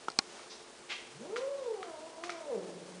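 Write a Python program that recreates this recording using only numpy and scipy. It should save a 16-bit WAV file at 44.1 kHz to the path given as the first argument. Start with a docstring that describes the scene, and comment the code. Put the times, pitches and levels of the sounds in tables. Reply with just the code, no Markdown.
"""Angry yowl in a living room

A cat on a scratching tower, a couple of metres away, gives one closed-mouth yowl that climbs out of a grumble,
arches, wavers and sinks into a low growl: harmonics shaped by throat resonances, roughened by a trill and rasp.
Short hisses of turbulent noise precede it. Dry knocks and clicks at the microphone and light taps in the room
are damped modes with contact noise; faint rubbing and a steady hush are filtered noise, with a faint hum."""
import sys
import numpy as np
from scipy import signal
from scipy.fft import rfft, irfft
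from scipy.io import wavfile

SR = 44100
rng = np.random.default_rng(int(sys.argv[2]) if len(sys.argv) > 2 else 0)


def persist_wave(psi):
    """Save psi, clipped to +-1, as 16-bit WAV."""
    counts = np.round(np.clip(psi, -1, 1) * 32767).astype(np.int16)
    wavfile.write(sys.argv[1], SR, np.atleast_2d(counts).T)


N = 132300

# Spectrum of the hush: (frequency [Hz], relative level per hertz [dB])
HUSH_SPECTRUM = [(18, -38), (30, -11), (76, -22), (186, -14.5), (220, -11.5), (243, -6), (317, -14.5),
                 (349, -6), (568, -8.5), (859, -9.5), (1960, -16), (5060, -17.5), (10000, -22),
                 (13000, -91), (22000, -120)]
# Partials of the hum: (frequency [Hz]) and (peak level [dB])
HUM_FREQUENCIES = (351, 443.6)
HUM_LEVELS = (-61.5, -63.5)
# Spectrum of contact noise: (frequency [Hz], relative level [dB])
CONTACT_SPECTRUM = [(150, -22.5), (700, 3.5), (1300, 0), (3000, 0), (6000, -2), (7200, -6.5),
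                    (10000, -16.5)]
# Dull knock at the microphone: (time [s], level [dB], contact noise re level [dB])
KNOCK_BLOW = (0.0832, -20, -13.5)
# Modes of the knocked body: (frequency [Hz], relative level [dB], 60 dB decay time [s])
KNOCK_BODY = [(199, -18, 0.022), (400, -6, 0.016), (907, 5.5, 0.009), (1340, 3, 0.017), (1810, -20, 0.019)]
# Sharp clicks at the microphone: (time [s], level [dB], contact noise re level [dB])
CLICK_BLOWS = [(0.1012, -35, -18), (0.118, -42.5, -8), (0.188, -14.5, -10.5), (0.1889, -15, -12.5)]
# Modes of the clicking body: (frequency [Hz], relative level [dB], 60 dB decay time [s])
CLICK_BODY = [(230, -13.5, 0.016), (590, -6.5, 0.012), (785, -12.5, 0.032), (1097, -22, 0.041),
              (1413, -15, 0.033), (2100, -24, 0.034), (2420, -16, 0.022), (3160, -26, 0.017),
              (4200, -3, 0.014), (4730, -5, 0.016), (5420, -0.5, 0.0074), (7050, -14, 0.009),
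              (8120, -5, 0.0062)]
# Taps in the room: (time [s], level [dB], contact noise re level [dB], pitch ratio [1], scuff level [dB])
TAP_BLOWS = [(.393, -42, -24, 0.92, -75), (1.36, -29.5, -21, 1.022, -70), (1.365, -27.5, -14, 1.01, -62),
             (1.829, -31, -20, 0.98, -71), (2.2369, -29, -14.5, 0.923, -49.5),
             (2.2945, -26, -19, 1.02, -52.5)]
# Modes of the tapped body at pitch ratio 1: (frequency [Hz], relative level [dB], 60 dB decay time [s])
TAP_BODY = [(1230, -2, 0.019), (1376, -2.5, 0.021), (1645, -2.5, 0.0089), (2217, -4, 0.01),
            (3300, -7, 0.0063), (4500, -22, 0.0049)]
# Spectrum of the scuffing: (frequency [Hz], relative level [dB])
SCUFF_SPECTRUM = [(800, -28), (2300, 10), (3300, -6), (4500, 1), (6200, -1), (7300, -20), (10000, -23)]
# Puffs of breath: (time [s], level [dB], centre frequency [Hz], width [Hz])
HISS_PUFFS = [(0.49, -49.5, 4630, 2600), (0.889, -38.5, 2510, 1970)]
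# Pitch of the voice: (time [s], frequency [Hz])
VOICE_PITCH = [(1.09, 106.7), (1.16, 144), (1.2, 198), (1.25, 286.6), (1.3, 393.4), (1.36, 476.7),
               (1.43, 534), (1.52, 563.7), (1.59, 547.3), (1.68, 472.4), (1.79, 380.7), (1.9, 328),
               (1.98, 305.3), (2.08, 326.3), (2.18, 323.6), (2.28, 356.1), (2.38, 326), (2.46, 301.8),
               (2.5, 273.7), (2.55, 209.8), (2.6, 180.2), (2.7, 176.3), (3.0, 181.4)]
# Vocal effort: (time [s], fundamental level [dB], overtone level [dB], roughness [0-1], trill [0-1])
VOCAL_EFFORT = [(1.05, -85, -92, 0.3, 0), (1.15, -62, -83, 0.1, 0.1), (1.205, -51.5, -59, 0.7, 0.5),
                (1.23, -55, -50.5, .6, 0.5), (1.29, -48.5, -43, 0.6, .6), (1.345, -39, -39, 0.1, 0.3),
                (1.5, -38, -40, 0.01, 0.24), (1.61, -43, -41, 0.37, 0.2), (1.69, -37, -38.5, 0.14, 0.15),
                (1.8, -51.5, -38.5, 0.1, 0.5), (1.95, -63, -42.5, 0.08, .5), (2.17, -57, -46, 0.18, 1),
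                (2.28, -51, -36.5, 0.08, 0.8), (2.4, -62.5, -43.5, 0.11, 0.2), (2.485, -57, -44, 0.29, 0.9),
                (2.51, -58, -37, .06, 0.1), (2.545, -54.5, -39.5, 0.19, 0.5),
                (2.575, -45.5, -45.5, 0.4, 0.6), (2.66, -55, -53, 0.62, 0.7), (2.72, -49.5, -51, 0.85, .4),
                (2.83, -51, -57, 0.74, 0.4), (3.0, -50, -59.5, 0.97, 0.2)]
# Throat with the mouth nearly shut: (frequency [Hz], gain [dB])
THROAT_RESPONSE = [(200, -4), (350, -5), (470, 3.5), (560, 0.5), (680, -11), (820, -18), (980, -15),
                   (1130, -27), (1350, -28.5), (2000, -42), (3500, -45)]
# Flutter and pulsing in the yowl's loudness: (centre time [s], half-length [s], rate [Hz], depth [0-1])
LOUDNESS_FLUTTERS = [(1.25, .07, 26, 0.3), (1.748, 0.1, 50, 0.25), (2.329, 0.11, 36, 0.5),
                     (2.75, 0.094, 15, 0.27)]

HUSH_DB, HUM_WAVER = -53.5, 0.0036  # waver: rms fraction of frequency
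RUSTLE_S, RUSTLE_WIDTH_S, RUSTLE_DB = 0.36, 0.1, -54
KNOCK_RISE_S, CLICK_RISE_S, TAP_RISE_S = 0.0013, 0.00027, 0.0001  # time constants
KNOCK_CRACK_T60_S, CLICK_CRACK_T60_S, TAP_CRACK_T60_S = 0.021, 0.022, 0.15
SCUFF_RISE_S, SCUFF_DECAY_S, SCUFF_GRAIN_DB, SCUFF_GRAIN_HZ = 0.0025, 0.041, 6, 169.05
HISS_ATTACK_S, HISS_HOLD_S, HISS_RELEASE_S, HISS_BROAD_DB = 0.018, 0.017, 0.026, -7
# Irregularity at full roughness: rms fractions of pitch and gain, their rate, and the rasp level
JITTER, SHIMMER, FLUTTER_HZ, RASP_DB = 0.02, 0.088, 75, -11.5
SCATTER_RAD, SCATTER_HZ = 1.93, 67.4  # rms phase scatter of each overtone at full roughness
TRILL_HZ, TRILL_DEPTH, TRILL_SWING = 66.1, 0.13, 0.041  # a second vibration: fractions of gain and pitch
WAVER, WAVER_HZ = 0.007, 28  # rms fraction of pitch, at any roughness
THROAT_FOLLOW, THROAT_PITCH_HZ = 0.11, 332  # exponent and reference of the resonance shift with pitch
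ROOM_T60_S, ROOM_GAP_S = 0.57, 0.0044
VOICE_ROOM_DB, HISS_ROOM_DB, TAP_ROOM_DB = -2, -3.5, -6.5
LOW_CUT_HZ, TOP_HZ = 49, 10080


def undb(db):
    """Decibel definition: amplitude gain is ten to the power of level over 20."""
    return 10 ** (np.asarray(db) / 20)


def unit(x):
    """Normalisation to a root-mean-square amplitude of 1."""
    return x / np.sqrt(np.mean(x ** 2))


def curve(table):
    """Linear interpolation of each column of a time table."""
    times, *columns = np.array(table).T
    return [np.interp(np.arange(N) / SR, times, column) for column in columns]


def response(points, hz):
    """Frequency response: decibels interpolated along logarithmic frequency."""
    at, db = np.array(points).T
    return undb(np.interp(np.log(np.maximum(hz, 1)), np.log(at), db))


def colour(x, gain_at):
    """Linear filtering: the spectrum is multiplied by a gain, then normalised to an rms of 1."""
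    frequencies = np.arange(1, N // 2 + 2) * SR / N
    return unit(irfft(rfft(x) * gain_at(frequencies), N))


def noise(gain_at):
    """Spectral shaping of white noise, at an rms of 1."""
    return colour(rng.standard_normal(N), gain_at)


def wobble(hz):
    """Low-pass random fluctuation, mostly below the given rate, at an rms of 1."""
    return noise(lambda f: 1 / (1 + (f / hz) ** 4))


def turns(hz):
    """Instantaneous phase [rad]: the running integral of frequency."""
    return 2 * np.pi * np.cumsum(hz) / SR


def room(x, wet_db):
    """Reverberation: direct sound plus a diffuse, exponentially decaying tail from the walls."""
    t = np.arange(SR) / SR
    tail = rng.standard_normal(SR) * undb(-60 * t / ROOM_T60_S) * (t > ROOM_GAP_S)
    tail = tail / np.linalg.norm(tail)
    return x + undb(wet_db) * signal.fftconvolve(x, tail)[:N]


def strike(blows, modes, rise_s, crack_t60):
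    """Modal excitation: each blow rings the same damped modes with a dying burst of contact noise."""
    out = np.zeros(N)
    t = np.arange(SR // 4) / SR

    def fade(t60):
        """Exponential decay by 60 dB in the given time."""
        return np.exp(-np.log(1000) * t / t60)

    ring = 0
    for k, (hz, db, t60) in enumerate(modes):
        polarity = (-1) ** k
        ring = ring + polarity * undb(db) * np.sin(2 * np.pi * hz * t) * fade(t60)
    crack = noise(lambda f: response(CONTACT_SPECTRUM, f))
    rise = 1 - np.exp(-t / rise_s)
    for start, db, crack_db in blows:
        first = int(start * SR)
        span = slice(first, first + len(t))
        contact = undb(crack_db) * crack[span] * fade(crack_t60)
        out[span] += undb(db) * (ring + contact) * rise
    return out


def background():
    """Stationary noise and tones: the steady hush of the home with a faint wavering hum."""
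    hush = undb(HUSH_DB + 0.75 * wobble(36)) * noise(lambda f: response(HUSH_SPECTRUM, f))
    hum = 0
    for hz, db in zip(HUM_FREQUENCIES, HUM_LEVELS):
        hum = hum + undb(db) * np.sin(turns(hz * (1 + HUM_WAVER * wobble(17.4))))
    return hush + hum


def rustle():
    """Friction noise: faint handling close to the microphone swells and fades as a Gaussian."""
    swell = np.exp(-((np.arange(N) / SR - RUSTLE_S) / RUSTLE_WIDTH_S) ** 2)
    return swell * undb(RUSTLE_DB) * noise(lambda f: response(CONTACT_SPECTRUM, f))


def knock():
    """Modal excitation of low, quickly damped modes: a dull knock at the microphone."""
    return strike([KNOCK_BLOW], KNOCK_BODY, KNOCK_RISE_S, KNOCK_CRACK_T60_S)


def clicks():
    """Modal excitation with a brief rise: dry, sharp clicks at the microphone."""
    return strike(CLICK_BLOWS, CLICK_BODY, CLICK_RISE_S, CLICK_CRACK_T60_S)


def scuffs():
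    """Friction noise: grainy scraping that lingers after each tap."""
    t = np.arange(N) / SR
    rubbing = 0
    for start, *_, db in TAP_BLOWS:
        age = t - start
        rise = np.clip(age / SCUFF_RISE_S, 0, 1)
        rubbing = rubbing + undb(db) * rise * np.exp(-np.maximum(age, 0) / SCUFF_DECAY_S)
    grain = undb(SCUFF_GRAIN_DB * wobble(SCUFF_GRAIN_HZ))
    return rubbing * grain * noise(lambda f: response(SCUFF_SPECTRUM, f))


def taps():
    """Modal excitation with scaled frequencies: each tap lands on a spot that rings higher or lower."""
    out = 0
    for *blow, ratio, _ in TAP_BLOWS:
        modes = [(hz * ratio, db, t60) for hz, db, t60 in TAP_BODY]
        out = out + strike([blow], modes, TAP_RISE_S, TAP_CRACK_T60_S)
    return out


def hisses():
    """Turbulence: brief puffs of noise with one broad resonance over a wider floor."""
    out, t = np.zeros(N), np.arange(N) / SR
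    for start, db, hz, width in HISS_PUFFS:
        def spectrum(f):
            """Resonance plus broadband floor."""
            resonance = 1 / (1 + ((f - hz ** 2 / f) / width) ** 4)
            return resonance + undb(HISS_BROAD_DB) / (1 + (f / 6500) ** 8 + (400 / f) ** 4)

        age = t - start
        attack = np.clip(age / HISS_ATTACK_S, 0, 1)
        release = np.exp(-np.maximum(age - HISS_ATTACK_S - HISS_HOLD_S, 0) / HISS_RELEASE_S)
        out += undb(db) * noise(spectrum) * attack * release
    return out


def loudness_flutter():
    """Amplitude modulation: here and there the level flutters or pulses, as when echoes beat with a glide."""
    t, gain = np.arange(N) / SR, 1
    for centre, reach, hz, depth in LOUDNESS_FLUTTERS:
        beat = np.sin(turns(hz * (1 + 0.058 * wobble(12.6))))
        gain = gain * (1 + depth * np.exp(-((t - centre) / reach) ** 4) * beat)
    return gain


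def yowl():
    """Source and filter: harmonics glide through throat resonances; trill adds sidebands, roughness rasp."""
    pitch, = curve(VOICE_PITCH)
    fundamental_db, overtone_db, rough, trilling = curve(VOCAL_EFFORT)
    rough = np.clip(rough, 0, 1)
    trill = trilling * np.sin(turns(TRILL_HZ * (1 + 0.0882 * wobble(12.7))))
    unsteady = 1 + JITTER * rough * wobble(FLUTTER_HZ) + TRILL_SWING * trill + WAVER * wobble(WAVER_HZ)
    phase = turns(pitch * unsteady)

    # The throat resonances sink a little with the pitch.
    opening = (pitch / THROAT_PITCH_HZ) ** THROAT_FOLLOW
    overtones = 0
    for k in range(2, 12):
        scatter = SCATTER_RAD * rough * wobble(SCATTER_HZ)
        overtones = overtones + response(THROAT_RESPONSE, k * pitch / opening) * np.sin(k * phase + scatter)

    # Rasp is noise released in puffs, once per cycle of the pitch.
    puffs = (1 + np.cos(phase)) * rng.standard_normal(N)
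    throat_noise = colour(puffs, lambda f: response(THROAT_RESPONSE, f) / (1 + (320 / f) ** 7))
    rasp = undb(RASP_DB) * rough * throat_noise

    upper = undb(overtone_db) * (overtones * (1 + TRILL_DEPTH * trill) + rasp)
    voice = undb(fundamental_db) * np.sin(phase) + upper
    started = np.arange(N) / SR > VOCAL_EFFORT[0][0]
    shimmer = 1 + SHIMMER * rough * wobble(FLUTTER_HZ)
    return np.sqrt(2) * voice * loudness_flutter() * started * shimmer


def scene():
    """Superposition: cat and taps reverberate in the room; knock, clicks and rustle stay dry and close."""
    far = room(yowl(), VOICE_ROOM_DB) + room(hisses(), HISS_ROOM_DB) + room(taps() + scuffs(), TAP_ROOM_DB)
    near = knock() + clicks() + rustle()
    return (far + near + background())[None]


def record(dry):
    """Band limiting: the small microphone loses the deep bass; the recorder cuts the top steeply."""
    bass_cut = signal.butter(2, LOW_CUT_HZ, "high", fs=SR, output="sos")
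    top_cut = signal.ellip(12, .2, 70, TOP_HZ, fs=SR, output="sos")  # ripple and stopband in dB
    return signal.sosfilt(top_cut, signal.sosfilt(bass_cut, dry))


dry = scene()
out = record(dry)
persist_wave(out)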